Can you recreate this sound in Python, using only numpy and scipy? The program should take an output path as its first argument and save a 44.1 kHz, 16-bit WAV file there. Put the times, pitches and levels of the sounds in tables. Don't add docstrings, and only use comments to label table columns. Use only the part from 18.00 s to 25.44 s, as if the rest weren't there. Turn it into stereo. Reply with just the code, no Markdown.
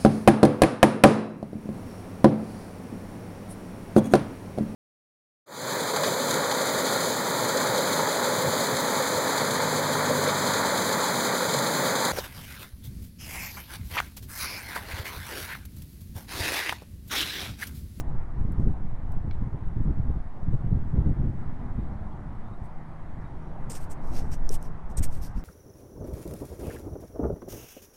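import sys
import numpy as np
from scipy import signal
from scipy.fft import rfft, irfft, next_fast_len
from scipy.io import wavfile
from scipy.ndimage import uniform_filter1d

SR = 44100
rng = np.random.default_rng(int(sys.argv[2]) if len(sys.argv) > 2 else 0)


def master(y):
    cut = np.clip(np.atleast_2d(y).T, -1, 1)
    pcm = np.round(cut * 32767)
    wavfile.write(sys.argv[1], SR, pcm.astype(np.int16))


N = 328104
TIME = np.arange(N) / SR

# time_s, handling (0-1)
HANDLING = [(5.5, 0.2), (5.9, 0.81)]
# frequency_hz, relative_db
LEFT_CAVITY = [(300, -26), (1500, -10.5), (2500, -14.5), (3700, -18), (5200, -14.5), (6200, -12.5),
               (7300, -8), (7900, -7.5), (8420, -1), (8900, -6), (10000, -9), (12100, -11.5), (13100, -10),
               (15200, -19)]
RIGHT_CAVITY = [(300, -15), (1500, -14), (2500, -5), (3500, -9.5), (4600, -6), (5600, 3.5), (6400, -1),
                (7300, -9), (9200, -10), (10000, -10.5), (12200, -9), (14000, -11.5), (15200, -19)]


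def gain_of(db):
    return 10 ** (np.asarray(db) / 20)


def stereo(left_db, right_db):
    return gain_of([[left_db], [right_db]])


def panned(level_db, pan_db):
    pair = gain_of(np.array([pan_db, -pan_db]) / 2)
    return gain_of(level_db) * pair / np.sqrt((pair ** 2).mean(0))


def unit_rms(x):
    return x / np.sqrt(np.mean(x ** 2, -1, keepdims=True) + 1e-20)


def spectrum_at(points, hz):
    f, value = np.transpose(points)
    return np.interp(np.log(hz + 1), np.log(f + 1), value)


def cavity_db(hz):
    return np.array([spectrum_at(LEFT_CAVITY, hz), spectrum_at(RIGHT_CAVITY, hz)])


def curves(rows):
    times, *columns = np.transpose(rows)
    return [np.interp(TIME, times, column) for column in columns]


def coloured(x, gain):
    size = next_fast_len(x.shape[-1])
    spectrum = rfft(x, size) * gain(np.fft.rfftfreq(size, 1 / SR))
    return unit_rms(irfft(spectrum, size)[..., :x.shape[-1]])


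def noise(n, gain):
    return coloured(rng.standard_normal((2, n)), gain)


def wobble(rate_hz, shape):
    return coloured(rng.standard_normal(shape), lambda f: 1 / (1 + (f / rate_hz) ** 4))


def steadied(x, span_s):
    return x / np.sqrt(abs(uniform_filter1d(x ** 2, int(span_s * SR))) + 1e-6)


def resonate(x, hz, width_hz):
    turn = np.exp(2j * np.pi * np.cumsum(hz) / SR)
    pole = np.exp(-np.pi * width_hz / SR)
    return 2 * (turn * signal.lfilter([1 - pole], [1, -pole], x / turn)).real


def add(mix, start_s, sound):
    part = mix[:, round(start_s * SR):][:, :sound.shape[1]]
    part += sound[:, :part.shape[1]]


def distant_air(boost_db=8, pan_db=-3, flutter_db=1.22, flutter_hz=7, body_hz=650,
                hollow_hz=880, hollow_octaves=0.56):
    # time_s, relative_db, low_body_db, hollow_middle_db
    swells = [(0, -53.5, 0, 2), (1.2, -54.5, -2, 1), (2.1, -54, -1, 0), (3.3, -53, 1, -0.5),
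              (4.1, -53.5, -1.5, 2), (4.8, -53, -1, -0.5), (5.4, -52.5, -2, 1.5), (6.1, -51, 1, 2.5),
              (6.6, -53, 0, 0.5), (7.44, -54, -1, 1)]
    # frequency_hz, relative_db
    colour = [(60, 6), (250, 7), (500, -4), (790, 1.6), (1100, -1.7), (1500, -6.5), (1980, -9.5),
              (2300, -16), (2700, -23), (3600, -27), (5000, -34), (7000, -37.5), (11000, -39), (15000, -59)]
    # frequency_hz, correlation
    likeness = [(100, 1), (500, 0.78), (800, 0.33), (1200, -0.041), (2000, -0.19), (5000, 0.016)]
    # frequency_hz, left_minus_right_db
    balance = [(150, -2.5), (500, 2), (900, -1), (1400, -3.5), (2100, -5.5), (3500, -1.5), (8000, 0)]
    swell_db, body_db, hollow_db = curves(swells)
    hz, frame_s, (common, apart) = signal.stft(rng.standard_normal((2, N)), SR, nperseg=1024)
    hz = hz[:, None]
    same = spectrum_at(likeness, hz)
    left = common * gain_of(spectrum_at(balance, hz))
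    right = same * common + np.sqrt(1 - same ** 2) * apart
    flutter = wobble(flutter_hz * SR * frame_s[1], common.shape)
    patches = unit_rms(uniform_filter1d(flutter, size=12, axis=0))
    low_db = np.interp(frame_s, TIME, body_db) / (1 + (hz / body_hz) ** 6)
    hollow_band = np.exp(-(np.log2((hz + 1) / hollow_hz) / hollow_octaves) ** 2)
    middle_db = np.interp(frame_s, TIME, hollow_db) * hollow_band
    band_gain = gain_of(spectrum_at(colour, hz) + flutter_db * patches + low_db + middle_db)
    _, air = signal.istft(np.array([left, right]) * band_gain, SR, nperseg=1024)
    return panned(swell_db + boost_db, np.full(N, pan_db)) * unit_rms(air[:, :N])


def far_engines(fade_db=1.5, fade_hz=4, waver=0.00756, swell_s=0.24):
    # start_s, length_s, start_hz, end_hz, level_db
    notes = [(3.2, 0.84, 235, 260.2, -46), (3.7, 0.99, 198.3, 215.3, -47.5), (4.55, 3.4, 158, 158.4, -45.5),
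             (5.9, 0.58, 245.7, 254.6, -47)]
    out = np.zeros((2, N))
    for start_s, length_s, start_hz, end_hz, level_db in notes:
        n = int(length_s * SR)
        t = np.arange(n) / SR
        hz = np.linspace(start_hz, end_hz, n) * (1 + waver * wobble(fade_hz, N)[:n])
        swell = np.minimum(np.minimum(t, length_s - t) / swell_s, 1)
        fading = gain_of(level_db - fade_db * wobble(fade_hz, (2, N))[:, :n])
        add(out, start_s, swell * fading * np.sin(2 * np.pi * np.cumsum(hz) / SR))
    return out


def far_birds(waver=0.008, waver_hz=100):
    # start_s, length_s, start_hz, end_hz, level_db
    peeps = [(3.78, .04, 3700, 3800, -79), (3.86, .04, 3350, 3250, -77), (3.895, .035, 3600, 3480, -78),
             (3.965, .04, 3650, 3500, -78), (4.115, .032, 3350, 3230, -69), (4.12, .03, 4500, 4200, -78),
             (4.44, .05, 3650, 3500, -77), (4.515, 0.045, 3730, 3770, -72), (5.0, .05, 3350, 3280, -80),
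             (5.235, .055, 3740, 3800, -76)]
    out = np.zeros((2, N))
    for start_s, length_s, start_hz, end_hz, level_db in peeps:
        n = int(length_s * SR)
        hz = np.linspace(start_hz, end_hz, n) * (1 + waver * wobble(waver_hz, (2, n)))
        peep = np.hanning(n) * np.sin(2 * np.pi * np.cumsum(hz, 1) / SR)
        add(out, start_s, gain_of(level_db) * unit_rms(peep))
    return out


def cliff_tap(start_s=1.311, left_db=-47.5, right_db=-39.5, rise_s=0.00058, knock_db=3,
              knock_t60_s=0.011, scatter_db=-21.5, scatter_t60_s=0.31, scatter_hz=3600):
    # pitch_hz, relative_db, t60_s
    modes = [(1160, 3, 0.012), (1650, -1, 0.008), (2250, -1.5, 0.03), (2830, -7, 0.008), (3400, -1, 0.009),
             (4080, -7.5, 0.031), (4450, -6, .009), (5350, -3, 0.0062)]
    out, t = np.zeros((2, N)), np.arange(SR // 4) / SR
    ring = sum(gain_of(db - 60 * t / t60_s) * np.sin(2 * np.pi * (hz * t + rng.random()))
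               for hz, db, t60_s in modes)
    knock = noise(len(t), lambda f: 1 / (1 + (f / 4400) ** 6))
    knock *= gain_of(knock_db - 60 * t / knock_t60_s)
    scatter = noise(len(t), lambda f: 1 / (1 + ((f - scatter_hz) / 900) ** 2))
    scatter *= gain_of(scatter_db - 60 * t / scatter_t60_s)
    attack = 1 - np.exp(-t / rise_s)
    add(out, start_s, stereo(left_db, right_db) * attack * (ring + knock + scatter))
    return out


def palm_drags(far_side_db=-16, low_hz=170, body_hz=330, judder_db=3, judder_hz=45):
    # start_s, length_s, right_db
    drags = [(5.968, .4, -40.5), (7.044, 0.032, -39)]
    out = np.zeros((2, N))
    for start_s, length_s, right_db in drags:
        n = int(length_s * SR)
        slips = rng.standard_normal((2, n)) * gain_of(judder_db * wobble(judder_hz, n))
        rumble = coloured(slips, lambda f: f ** 2 / (f ** 2 + low_hz ** 2) / (1 + (f / body_hz) ** 3))
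        swell = np.sin(np.linspace(0, np.pi, n))
        add(out, start_s, stereo(right_db + far_side_db, right_db) * swell * rumble)
    return out


def stroke_speed(t, length_s, rise, fullness=0.73, squareness=2.53, brush_db=-23, brush_s=0.019):
    progress = t / length_s
    from_peak = np.maximum((rise - progress) / rise, (progress - rise) / (1 - rise))
    stroke = np.sqrt(2) * np.exp(-(from_peak / fullness) ** squareness)
    lift = np.exp(-np.maximum(t - length_s, 0) / brush_s)
    return stroke + gain_of(brush_db) * np.interp(progress, [0, rise, 1], [0, .5, 1]) * lift


def finger_rubs(grain_db=2, grain_hz=1100, drag_db=1.2, drag_hz=110, rasp_hz=3500, top_hz=10000,
                pocket_db=3, wander=0.06, wander_hz=30, body_hz=380):
    # start_s, length_s, rise_share, left_db, right_db, rasp_db, top_db, pocket_hz
    strokes = [(0, 0.016, 0.15, -44, -49.5, 5, 1, 7660), (0.56, 0.12, 0.38, -74, -73, 8, -3, 3800),
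               (4.622, 0.06, .5, -70, -77.5, -4, 1, 8500), (5.202, 0.035, .4, -82, -75, -4, -8, 5800),
               (5.34, 0.21, 0.55, -90, -79, -6, -6, 5800), (5.697, 0.058, 0.1, -41, -51.5, -2.5, -8, 7400),
               (5.735, 0.059, 0.42, -45, -50, 3.5, -3, 5000), (5.793, 0.076, 0.34, -53.5, -63, 8, -1, 4900),
               (5.897, 0.045, 0.44, -48.5, -60.5, -1, -3, 7300),
               (6.011, 0.14, 0.52, -65, -63.5, -8, -1, 4800),
               (6.115, 0.11, 0.58, -51.5, -47.5, 6, -1, 4600),
               (6.208, 0.12, 0.16, -67.5, -64.5, 0, -3, 8300),
               (6.307, 0.053, 0.48, -47.5, -47.5, 6, -2, 5500), (6.409, 0.1, 0.94, -69, -67, 2, -7, 4600),
               (6.497, 0.072, 0.69, -42, -49.5, -3.5, -1, 2730), (6.595, 0.099, 0.55, -63, -60, 8, 3, 5400),
               (6.89, 0.053, 0.24, -64.5, -66, 2, 0, 7600), (6.968, 0.012, 0.6, -38.5, -50, -14, -10, 8450),
               (6.977, 0.015, 0.37, -34.5, -43.5, -10, -8, 7260),
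               (6.985, 0.016, .5, -42, -53, -2, -7, 8500), (6.999, 0.037, 0.44, -62, -62.5, 21, -2, 2600),
               (7.023, 0.041, 0.3, -36, -46, -4.5, -2, 2380), (7.099, 0.11, 0.33, -55, -60, 4, 1.5, 4550),
               (7.204, 0.082, 0.55, -51, -49.5, -2, 3.5, 4930), (7.27, 0.081, 0.18, -72, -69, 1, 0, 5700),
               (7.342, 0.088, 0.4, -63.5, -60.5, 10, 2, 5000)]
    out = np.zeros((2, N))
    for start_s, length_s, rise, left_db, right_db, rasp_db, top_db, pocket_hz in strokes:
        lead_s = min(start_s, .04)
        t = np.arange(-lead_s, length_s + .08, 1 / SR)
        n = len(t)
        slips = rng.standard_normal((2, n))
        slips *= gain_of(grain_db * wobble(grain_hz, n) + drag_db * wobble(drag_hz, n))
        hiss = coloured(slips, lambda f: gain_of(
            cavity_db(f) + rasp_db / (1 + (f / rasp_hz) ** 4) - top_db / (1 + (f / top_hz) ** 20)))
        pocket = resonate(hiss, pocket_hz * (1 + wander * wobble(wander_hz, n)), width_hz=380)
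        level = stereo(left_db, right_db)
        nearness = level / level.max()
        friction = level * unit_rms(hiss + nearness * gain_of(pocket_db) * pocket)
        body = coloured(slips, lambda f: f / (f + body_hz / 2) / (1 + (f / body_hz) ** 3))
        body *= stereo(-14, -2) * gain_of(right_db + rasp_db)
        add(out, start_s - lead_s, stroke_speed(t, length_s, rise) * (friction + body))
    return out


def casing_ticks(left_hz=8450, right_hz=5700, crack_db=2, crack_t60_s=0.0064, colour_share=0.35,
                 low_cut_hz=5200):
    # start_s, left_db, right_db, ring_t60_s, crack_share
    snaps = [(0.522, -47, -47, 0.0014, 0.84), (1.1201, -41, -45, 0.0015, 0.67),
             (5.6977, -35, -39, .003, .7), (5.7085, -31, -38, .002, .6), (6.4922, -23, -16.5, 0.0055, 0.17),
             (6.6270, -30.5, -38, 0.0022, 0.67), (6.9752, -23, -42, 0.0073, 0.17)]
    out, t = np.zeros((2, N)), np.arange(SR // 50) / SR
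    for start_s, left_db, right_db, t60_s, crack_share in snaps:
        ring = np.sin(2 * np.pi * np.array([[left_hz], [right_hz]]) * t) * gain_of(-60 * t / t60_s)
        crack = noise(len(t), lambda f: gain_of(colour_share * cavity_db(f)))
        crack *= crack_share * gain_of(crack_db - 60 * t / crack_t60_s)
        add(out, start_s, stereo(left_db, right_db) * (ring + crack))
    return signal.sosfilt(signal.butter(2, low_cut_hz, "high", fs=SR, output="sos"), out)


def finger_bumps(rise_s=0.0017, scuff_db=-15, scuff_hz=520, scuff_t60_s=0.03):
    # start_s, pitch_hz, t60_s, left_db, right_db
    pushes = [(5.703, 470, 0.061, -54, -29.5), (6.503, 424, 0.027, -50, -16),
              (6.974, 465, 0.031, -44, -26.5)]
    out, t = np.zeros((2, N)), np.arange(SR // 5) / SR
    attack = 1 - np.exp(-t / rise_s)
    for start_s, pitch_hz, t60_s, left_db, right_db in pushes:
        ring = np.sin(2 * np.pi * pitch_hz * t) * gain_of(-60 * t / t60_s)
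        scuff = noise(len(t), lambda f: 1 / (1 + (f / scuff_hz) ** 4))
        scuff *= gain_of(scuff_db - 60 * t / scuff_t60_s)
        add(out, start_s, stereo(left_db, right_db) * attack * (ring + scuff))
    return out


def pressure_sway(boost_db=2.5, pan_db=-11, handling_pan_db=-12, low_hz=3, top_hz=11):
    # time_s, relative_db
    swings = [(0, -26), (1.2, -24.5), (1.45, -31.5), (1.8, -26.5), (3.25, -26), (3.6, -32.5), (5.35, -36),
              (6.0, -24.5), (6.55, -17.5), (6.8, -35.5), (7.04, -17.5), (7.44, -37.5)]
    swing_db, handling = curves(swings)[0], curves(HANDLING)[0]
    push = noise(N, lambda f: f ** 2 / (f ** 2 + low_hz ** 2) / (1 + (f / top_hz) ** 3))
    return panned(swing_db + boost_db, pan_db + handling_pan_db * handling) * steadied(push, span_s=0.44)


def wind_puffs(half_width_cycles=0.66, turbulence_db=-19, turbulence_hz=400, lead_s=0.04):
    # peak_s, pitch_hz, left_db, right_db
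    puffs = [(.507, 160, -18.5, -26), (0.608, 122, -30, -16), (0.628, 159, -15.5, -20),
             (.674, 133, -32, -10), (0.933, 128, -26, -34), (1.173, 124, -36, -21), (1.25, 114, -38, -16),
             (1.412, 125, -18.5, -31), (1.548, 112, -14, -38), (1.783, 149, -23, -15.5),
             (1.918, 155, -14, -15), (2.002, 124, -12.5, -28), (2.102, 118, -24, -11),
             (2.549, 112, -11.5, -25), (2.647, 117, -15.5, -34), (2.73, 146, -14.5, -14),
             (2.772, 119, -24, -13), (2.942, 116, -9.5, -30), (2.987, 100, -11.5, -24),
             (3.069, 167, -23.5, -12), (3.3, 114, -17.5, -14), (3.791, 205, -21, -14.5),
             (3.927, 116, -36, -17)]
    out, t = np.zeros((2, N)), np.arange(-lead_s, lead_s, 1 / SR)
    for peak_s, pitch_hz, left_db, right_db in puffs:
        swing = np.cos(2 * np.pi * (pitch_hz * t + rng.random((2, 1))))
        turbulence = gain_of(turbulence_db) * noise(len(t), lambda f: 1 / (1 + (f / turbulence_hz) ** 4))
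        swell = np.exp(-(pitch_hz * t / half_width_cycles) ** 2)
        add(out, peak_s - lead_s, stereo(left_db, right_db) * swell * (swing + turbulence))
    return out


def buffet_force(rise=0.49, squareness=2.27):
    # time_s, left_db, right_db
    breeze = [(0, -30, -33.5), (.6, -45.5, -28), (.85, -34, -30.5), (1.3, -36, -36.5), (2.05, -30.5, -30),
              (2.32, -43, -44.5), (2.7, -33.5, -29.5), (3.2, -30.5, -30), (3.42, -33, -42),
              (3.65, -38, -31), (4.3, -33.5, -40), (4.85, -49, -46.5), (5.2, -39, -40), (6.25, -45.5, -39),
              (6.7, -49, -39.5), (7.44, -40, -40)]
    # peak_s, length_s, left_db, right_db
    buffets = [(0.466, 0.13, -27, -25), (0.604, 0.074, -25, -22.5), (0.684, 0.046, -23.5, -17.5),
               (1.176, 0.023, -47, -22.5), (1.277, 0.044, -28, -24.5), (1.434, 0.085, -27.5, -25.5),
               (1.549, 0.046, -27.5, -40), (1.796, 0.079, -24, -32), (1.888, 0.062, -24.5, -22),
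               (1.987, 0.026, -19, -39), (2.087, 0.05, -21.5, -27), (2.17, 0.054, -32.5, -27.5),
               (2.46, 0.05, -47, -26.5), (2.526, 0.055, -23, -21), (2.716, 0.11, -26, -26.5),
               (2.984, 0.058, -16, -21), (3.084, 0.049, -17, -19.5), (3.176, 0.06, -26.5, -23.5),
               (3.245, 0.067, -19.5, -41), (3.29, 0.025, -24.5, -31), (3.792, 0.05, -29, -25.5),
               (3.918, 0.034, -47, -34), (4.508, 0.05, -39, -33.5), (4.626, 0.036, -39, -34),
               (5.183, 0.037, -36, -42), (5.685, 0.033, -30, -36), (6.117, 0.045, -34, -35),
               (6.244, 0.085, -35, -28), (6.321, 0.025, -37, -23.5), (6.537, 0.03, -49, -30),
               (6.737, .025, -43, -30.5), (6.849, 0.016, -30, -45), (6.898, 0.025, -42, -29),
               (6.999, 0.033, -47, -18), (7.058, 0.049, -50, -28.5), (7.182, 0.057, -38, -29),
               (7.28, 0.047, -33, -49), (7.369, 0.024, -48, -20)]
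    power = gain_of(curves(breeze)) ** 2
    for peak_s, length_s, left_db, right_db in buffets:
        from_peak = np.maximum((peak_s - TIME) / rise, (TIME - peak_s) / (1 - rise)) / length_s
        near = from_peak < 3
        power[:, near] += stereo(left_db, right_db) ** 2 * np.exp(-from_peak[near] ** squareness)
    return np.sqrt(power)


def buffeting(boost_db=2.36, calm_db=-38, gale_db=-19, lump_db=4, lump_hz=35, steady_s=0.07,
              flutter_db=1.5, flutter_hz=10):
    # frequency_hz, relative_db
    light_colour = [(8, -10.5), (25, 3.5), (60, 3), (130, -3.5), (200, -12.5), (300, -25.5), (450, -40.5),
                    (900, -48.5), (2500, -66.5), (9000, -70.5), (14000, -83)]
    strong_colour = [(8, -24), (30, 10), (60, -0.5), (140, -1), (210, -7.5), (320, -13.5), (500, -27),
                     (900, -49), (2500, -65.5), (9000, -88), (14000, -94.5)]
    flutter = gain_of(flutter_db * wobble(flutter_hz, (2, N)))
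    lumps = steadied(gain_of(lump_db * wobble(lump_hz, (2, N))), steady_s)
    force = buffet_force() * flutter * lumps
    strong_share = np.clip((20 * np.log10(force) - calm_db) / (gale_db - calm_db), 0, 1)
    strong_share *= 1 - curves(HANDLING)[0]
    pressure = rng.standard_normal((2, N))
    pressure = pressure + .06 * pressure[::-1]
    light = coloured(pressure, lambda f: gain_of(spectrum_at(light_colour, f)))
    strong = coloured(pressure, lambda f: gain_of(spectrum_at(strong_colour, f)))
    rumble = steadied((1 - strong_share) * light + strong_share * strong, steady_s)
    return gain_of(boost_db) * force * rumble


def scene():
    rumble = buffeting() + pressure_sway() + wind_puffs()
    far = distant_air() + far_engines() + far_birds() + cliff_tap()
    hand = finger_rubs() + palm_drags() + casing_ticks() + finger_bumps()
    return rumble + far + hand


def record(dry):
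    edge_hz = 15250
    lowpass = signal.firwin(401, edge_hz, window=("kaiser", 8), fs=SR)
    padded = np.pad(dry, [(0, 0), (200, 200)], "edge")
    return signal.oaconvolve(padded, lowpass[None], "valid")


dry = scene()
out = record(dry)
master(out)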